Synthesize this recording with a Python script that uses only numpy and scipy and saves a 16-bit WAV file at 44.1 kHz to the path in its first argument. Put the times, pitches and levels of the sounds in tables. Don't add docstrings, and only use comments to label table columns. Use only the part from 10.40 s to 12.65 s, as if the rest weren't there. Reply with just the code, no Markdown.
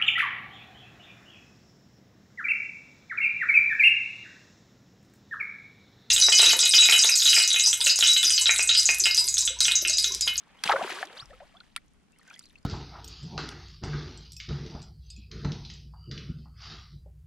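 import sys
import numpy as np
from scipy import signal
from scipy.io import wavfile

SR = 44100
rng = np.random.default_rng(int(sys.argv[2]) if len(sys.argv) > 2 else 0)


def dump_mix(stems):
    frames = np.atleast_2d(stems).T
    limited = np.clip(frames, -1, 1)
    pcm = np.round(limited * 32767).astype(np.int16)
    wavfile.write(sys.argv[1], SR, pcm)


def natural_amplitude(level_db):
    exponent = np.asarray(level_db, float) / 20
    return 10 ** exponent


N = 99225

# [t/s, level/dB]
GUSTS = [(0, -74), (.2, -69), (.28, -76), (.55, -80), (.75, -67), (.9, -48.5), (1.12, -59), (1.22, -63.5),
         (1.32, -60.5), (1.55, -58), (1.8, -72), (2.0, -64.5), (2.09, -58.5), (2.25, -58)]
# [f/Hz, level/dB per Hz]
AIR_COLOUR = [(71, -35), (120, -12), (188, -4), (519, -22), (1350, -24.5), (9320, -36.5), (15500, -57.5)]
# [t/s, level/dB, treble level/dB]
CHURN = [(0, -64, -24), (.228, -59.5, -1.5), (.255, -36.5, 1), (.3, -39, 4.5), (.34, -38.5, -5.5),
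         (.42, -40, -5), (.51, -38.5, -0.7), (.63, -43.5, 0), (.675, -52, -13.5), (.78, -51, -1),
         (.87, -59, -3), (1.3, -68, -1), (1.45, -75.5, 0), (1.71, -76.5, -13), (1.92, -59.5, -4),
         (2.08, -80.5, 3), (2.14, -68.5, -4), (2.25, -72.5, -8)]
# [f/Hz, level/dB per Hz]
SPRAY_COLOUR = [(150, -51.5), (250, -8), (499, -5.5), (573, -0.5), (3390, -1.5), (6500, -13), (10100, -12),
                (15500, -35.5)]
# [centre t/s, half width t/s, level/dB]
SHOWERS = [
    (0.296, 0.038, -47),
    (0.501, 0.034, -45.5),
    (1.988, 0.15, -65.5),
]
# [t/s, peak level/dB, centre f/Hz]
TICKS = [(1.353, -53, 2770), (1.461, -59.5, 9060), (1.482, -55.5, 6000), (1.535, -55.5, 8800),
         (1.632, -61, 7000), (1.831, -54, 7800), (2.089, -55, 6000), (2.132, -63, 8000),
         (2.229, -56.5, 6940), (1.721, -52, 6870), (1.787, -46, 8600), (1.878, -45.5, 6500),
         (1.9, -43, 6100), (1.94, -40.5, 5500), (1.993, -31.5, 6480), (2.039, -55, 7400),
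         (2.057, -44, 5830), (2.156, -54, 6000), (2.186, -54, 6940), ]
# [t/s, f/Hz, peak level/dB, t60 t/s]
DRIPS = [(0.167, 2900, -60, 0.93), (1.725, 2593, -65, 0.43), (1.761, 2060, -58, 0.009),
         (1.794, 1267, -55, 0.022), (1.795, 4300, -59, 0.026), (1.812, 1850, -53.5, 0.042),
         (1.868, 2030, -53.5, 0.019), (1.876, 1470, -50.5, 0.12), (1.903, 2370, -43.5, 0.021),
         (1.91, 1368, -41, 0.025), (1.93, 1594, -52, 0.062), (1.941, 3280, -45, .025),
         (1.95, 4720, -50.5, 0.011), (1.962, 3200, -50.5, .012), (1.96, 1910, -47.5, 0.073),
         (2.039, 4480, -46.5, 0.019), (2.007, 4520, -51.5, .01), (2.017, 5800, -54, 0.011),
         (2.029, 4000, -51, 0.0077), (2.055, 4770, -50.5, .012), (2.064, 4110, -51, 0.031),
         (2.096, 4200, -57, .015), (2.104, 3680, -56.5, 0.012), (2.179, 4300, -58, 0.031),
         (2.229, 4800, -63, 0.023), (2.156, 2630, -45, 0.013)]
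# [t/s, f/Hz, level/dB]
SQUEAK = [(.772, 2184, -62), (.79, 3090, -47), (.8, 3820, -34.5), (.803, 4250, -40), (.818, 5440, -52.5),
          (.835, 5500, -54.5), (.845, 6100, -69)]
# [t/s, f/Hz, level/dB]
CHIRP = [(.767, 3400, -56), (.773, 3700, -43), (.78, 4900, -47), (.786, 6300, -56)]
# [t/s, peak level/dB, pulse f/Hz]
SNAP = (1.3629, -15.5, 2860)
# [f/Hz, level/dB, t60 t/s]
FLOAT_MODES = [(2300, -44, 0.058), (5040, -49, 0.024), (8400, -25.5, 0.0085), (10080, -22.5, 0.0051)]
# [t/s, length t/s, start f/Hz, end f/Hz, level/dB]
GURGLES = [(0.522, 0.14, 345.6, 690, -51.5), (0.646, 0.045, 287, 527, -53), (0.723, 0.069, 452.7, 790, -55),
           (0.901, 0.028, 535, 840, -49)]
# [t/s, length t/s, lowest f/Hz, highest f/Hz, level/dB]
CLOUDS = [(0.243, 0.023, 724, 2290, -44.5), (0.292, .018, 661, 2380, -24), (0.314, 0.025, 794, 2300, -24.5),
          (0.359, 0.00798, 1085, 1850, -29.5), (0.379, 0.069, 410, 1670, -34),
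          (0.472, 0.056, 940, 2510, -35), (0.535, 0.064, 940, 2040, -44), (0.696, .14, 890, 2200, -51),
          (1.823, .2, 1370, 5940, -55)]
# [t/s, f/Hz, peak level/dB, t60 t/s]
POCKETS = [(0.255, 192, -37, 0.02), (0.276, 2280, -17.5, 0.0028), (0.289, 1311, -21.5, 0.013),
           (.294, 773, -14.5, 0.054), (.304, 836, -16.5, 0.015), (0.313, 1560, -15.5, 0.011),
           (0.317, 1300, -17, 0.055), (0.323, 433.5, -31.5, 0.025), (0.324, 973, -24.5, 0.023),
           (0.337, 614, -18.5, 0.02), (.342, 511.4, -20.5, 0.08), (0.358, 1460, -22, 0.08),
           (0.425, 232, -38.5, 0.023), (0.433, 908, -33, 0.026), (.499, 740, -33.5, 0.018),
           (.587, 1600, -31.5, 0.011), (0.628, 1740, -23, 0.0098), (0.702, 463, -48, 0.013),
           (0.725, 1570, -45, 0.02), (0.768, 1480, -46, 0.024), (0.799, 1070, -50, 0.087),
           (.824, 1320, -40.5, 0.014), (.907, 1850, -48.5, 0.042), (0.93, 1240, -48.5, 0.047),
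           (1.167, 3320, -50, 0.032), (1.206, 1382, -46.5, 0.036), (1.364, 1350, -35, 0.038),
           (.49, 1400, -41, .02), (.515, 1860, -33.5, 0.013), (0.562, 1150, -46, 0.024),
           (.61, 628, -38, 0.02), (0.518, 361, -37.5, 0.026)]
# [t/s, f/Hz, peak level/dB, t60 t/s, rise octaves/s]
BLOOPS = [(.357, 553, -27.5, 0.033, 28), (.39, 891, -32, 0.11, 25), (.409, 618.4, -24.5, 0.079, 18),
          (.443, 337, -36.5, 0.044, 13), (.628, 708, -28, 0.023, 12.5), (.726, 880, -55.5, 0.054, -3),
          (.812, 720, -55.5, 0.048, 16), (.930, 485, -48, 0.089, 3.5), (1.002, 651, -41.5, 0.093, 21),
          (1.015, 527, -46.5, 0.11, 13.5), (1.14, 650, -53.5, 0.17, 8), (1.148, 1066, -52.5, 0.11, 17),
          (1.376, 1766, -41.5, 0.024, 29.5), (.822, 121, -46, 0.039, 5), (.9, 60.5, -52, 0.058, -2),
          (1.203, 4170, -40.5, .012, -29.5)]
# [t/s, peak level/dB, centre f/Hz, t60 t/s]
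SLAPS = [(.2375, -14.5, 3890, 0.012), (.2375, -21.5, 9100, 0.013), (.276, -21.5, 2980, 0.017),
         (.2375, -21, 1630, 0.022), (.294, -18, 2730, 0.012), (.319, -23.5, 3460, 0.046),
         (.391, -53, 4150, 0.01), (.502, -30.5, 2350, 0.019), (.521, -23.5, 1560, 0.0092),
         (.628, -25, 1270, 0.025), (.653, -36.5, 4800, 0.017), (.857, -40, 5500, 0.0081),
         (1.204, -43.5, 3240, 0.0089), (1.364, -33.5, 3560, 0.0083), (1.3755, -43.5, 3300, 0.0079),
         (1.376, -44, 9500, 0.0043), (1.001, -47.5, 1700, 0.045), (1.151, -66.5, 2540, .01), ]

FIZZ_DB, SPREAD_DB = -8, -10.5


def in_time(rows):
    s, *columns = np.transpose(rows)
    return [np.interp(np.arange(N) / SR, s, c) for c in columns]


def rms_one(x):
    return x / np.sqrt(np.mean(x ** 2) + 1e-20)


def drift(rate_hz):
    r = np.exp(-2 * np.pi * rate_hz / SR)
    settle = 9000
    noise = rng.standard_normal(N + settle)
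    return rms_one(signal.lfilter([1], [1, -2 * r, r * r], noise)[settle:])


def filtered(x, order, hz, kind="low"):
    return signal.sosfilt(signal.butter(order, hz, kind, fs=SR, output="sos"), x)


def resonate(x, hz, width_hz):
    r = np.exp(-np.pi * width_hz / SR)
    top = np.array([1, 0, -1]) * (1 - r * r) / 2
    return signal.lfilter(top, [1, -2 * r * np.cos(2 * np.pi * hz / SR), r * r], x + 1e-18)


def add(out, s, x):
    i = int(s * SR)
    out[i:i + len(x)] += x[:N - i]


def banded_noise(colour, patchy_db, rate_hz, own_db):
    out, together = 0, drift(rate_hz)
    edges = 110 * 2 ** np.arange(0, 7.6, 0.5)
    white = rng.standard_normal((2, 2, N))
    hz, db = np.transpose(colour)
    for k, (low, high) in enumerate(zip(edges, edges[1:])):
        band = filtered(white[k % 2], 2, [low, high], "band")
        level_db = np.interp(np.log(low * high) / 2, np.log(hz), db)
        out = out + natural_amplitude(level_db + patchy_db * (together + drift(rate_hz))) * band
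    return rms_one(out) * natural_amplitude([[0], [own_db]])


def wind():
    alike, right_db = 0.29, -7
    a, b = (filtered(rng.standard_normal(N), 2, [18, 65], "band") * natural_amplitude(3 * drift(7)) for _ in "LR")
    right = rms_one(alike * a + (1 - alike) * b)
    return natural_amplitude(in_time(GUSTS)[0] - 3.5) * np.array([rms_one(a), natural_amplitude(right_db) * right])


def open_air():
    return natural_amplitude(-68) * banded_noise(AIR_COLOUR, patchy_db=1.16, rate_hz=52, own_db=-0.5)


def falling_spray(churn, treble_db):
    spray, side = churn * natural_amplitude(-1) * banded_noise(SPRAY_COLOUR, patchy_db=2.0, rate_hz=45, own_db=SPREAD_DB)
    lows = filtered(spray, 3, 3750)
    return lows + (spray - lows) * natural_amplitude(treble_db), side


def fizz():
    per_s, cycles, sizes_count = 1400, 12, 24
    strength = natural_amplitude(4.5 * np.minimum(rng.exponential(1, N), 5)) * rng.choice([-1, 1], N)
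    born = rng.random(N) < per_s * natural_amplitude(5 * drift(25)) / SR
    dealt = rng.integers(0, sizes_count, N)
    hz, db = np.transpose(SPRAY_COLOUR)
    out = np.zeros(N)
    for k, pitch in enumerate(np.geomspace(500, 11000, sizes_count)):
        gain = natural_amplitude(np.interp(np.log(pitch), np.log(hz), db))
        out += gain * resonate(strength * born * (dealt == k), pitch, 1.8 * pitch / cycles)
    return rms_one(out)


def patter():
    per_s, cycles, centre_hz = 400, 22, 4500
    t = np.arange(N) / SR
    hits = natural_amplitude(4 * np.minimum(rng.exponential(1, N), 3.5)) * (rng.random(N) < per_s / SR)
    dealt = rng.integers(0, 12, N)
    drops = np.zeros(N)
    for k, pitch in enumerate(centre_hz * 2 ** np.linspace(-1.3, 1.3, 12)):
        ring = resonate(hits * (dealt == k), pitch, 3 * pitch / cycles)
        drops += resonate(ring, pitch, pitch) / np.sqrt(pitch)
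    swell = sum(natural_amplitude(db) * np.exp(-((t - s) / width) ** 2) for s, width, db in SHOWERS)
    return rms_one(drops) * swell


def squeak(rows):
    (first_s, first_hz, _), (last_s, last_hz, _) = rows[0], rows[-1]
    faded = [(first_s - 0.003, first_hz, -110), *rows, (last_s + 0.0048, last_hz, -110)]
    hz, db = in_time(faded)
    phase = 2 * np.pi * np.cumsum(hz) / SR
    return natural_amplitude(db + 3 * drift(150)) * (np.sin(phase) + natural_amplitude(-19.5) * np.sin(2 * phase))


def float_snap():
    out, t = np.zeros(N), np.arange(SR // 20) / SR
    s, db, pulse_hz = SNAP
    u = t * pulse_hz - 1
    add(out, s - 1 / pulse_hz, natural_amplitude(db) * np.exp(-(2.0 * (u - 0.6)) ** 2) * np.sin(2 * np.pi * u))
    for hz, level_db, t60 in FLOAT_MODES:
        add(out, s + 1 / pulse_hz, natural_amplitude(level_db - 60 * t / t60) * np.sin(2 * np.pi * hz * t))
    return out


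def gurgles():
    out = np.zeros(N)
    for s, length, from_hz, to_hz, db in GURGLES:
        u = np.arange(int(length * SR)) / (length * SR)
        pitch = from_hz * (to_hz / from_hz) ** (u ** 2.2)
        tone = np.sin(2 * np.pi * np.cumsum(pitch) / SR)
        add(out, s, natural_amplitude(db) * np.sin(np.pi * u) ** 0.3 * tone)
    return out


def clouds():
    ring_cycles, rise, spread_db = 8.1, 4.4, 5
    rows = []
    for (s, length, low, high, db), chances in zip(CLOUDS, rng.random((len(CLOUDS), 16, 3))):
        for when, size, strength in chances:
            hz = low * (high / low) ** size
            level_db = db + spread_db * (strength - 0.5)
            rows.append((s + length * when, hz, level_db, ring_cycles / hz, rise))
    return pockets(rows)


def pockets(rows):
    attack_cycles, wobble, flutter_db = 1.6, 0.03, 2.5
    out, t = np.zeros(N), np.arange(SR // 6) / SR
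    shake, flutter = drift(210), drift(118)
    for k, (s, hz, db, t60, rise) in enumerate(rows):
        start = k * 1500 % 90000
        own = slice(start, start + len(t))
        pitch = hz * 2 ** np.minimum(rise * t, 1.5) * (1 + wobble * shake[own])
        attack = (1 - np.exp(-t * hz / attack_cycles)) ** 2
        shape = attack * natural_amplitude(-60 * t / t60 + flutter_db * flutter[own])
        add(out, s, natural_amplitude(db) * shape / shape.max() * np.sin(2 * np.pi * np.cumsum(pitch) / SR))
    return out


def slaps(rows):
    attack_s = 0.00057
    out, t = np.zeros(N), np.arange(SR // 15) / SR
    for (s, db, hz, t60), noise in zip(rows, rng.standard_normal((len(rows), len(t)))):
        burst = noise * (1 - np.exp(-t / attack_s)) * natural_amplitude(-60 * t / t60)
        burst = resonate(resonate(burst, hz, hz), hz, 0.5 * hz)
        add(out, s - attack_s, natural_amplitude(db) * burst / abs(burst).max())
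    return out


def scatter(x):
    t = np.arange(SR // 100) / SR
    burst = rms_one(rng.standard_normal(len(t)) * np.exp(-t / 0.004)) / np.sqrt(len(t))
    return natural_amplitude(-8) * signal.fftconvolve(filtered(x, 1, 1200, "high"), burst)[:N]


def shaded(water):
    presence_hz = 3530
    presence = natural_amplitude(-13.5) * resonate(water, presence_hz, presence_hz)
    return natural_amplitude(1) * filtered(water + presence, 1, 5500)


def scene():
    churn_db, treble_db = in_time(CHURN)
    churn = natural_amplitude(churn_db)
    air, air_side = open_air()
    spray, spray_side = falling_spray(churn, treble_db)

    rising = [(*p, 4.5) for p in POCKETS + DRIPS]
    rings = pockets(rising + BLOOPS) + clouds() + gurgles()
    rings = rings + float_snap() + squeak(SQUEAK) + squeak(CHIRP)
    ticks = [(*tick, 0.006) for tick in TICKS]
    water = rings + slaps(SLAPS + ticks) + churn * natural_amplitude(FIZZ_DB) * fizz() + patter()
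    hull_echo = natural_amplitude(-17.5) * np.roll(water, int(0.0052 * SR))
    water = filtered(water + hull_echo + spray, 2, 45, "high")

    side = scatter(water - spray) + spray_side + air_side
    side = side + churn * natural_amplitude(FIZZ_DB + SPREAD_DB) * fizz()
    return np.array([shaded(water) + air + side, water + air - side]) + wind()


def band_limit(x):
    return signal.sosfilt(signal.butter(12, 15760, fs=SR, output="sos"), x)


def record(dry):
    steep = signal.sosfilt(signal.cheby2(12, 70, 16250, fs=SR, output="sos"), dry)
    return band_limit(filtered(steep, 2, 14400))


dry = scene()
out = record(dry)
dump_mix(out)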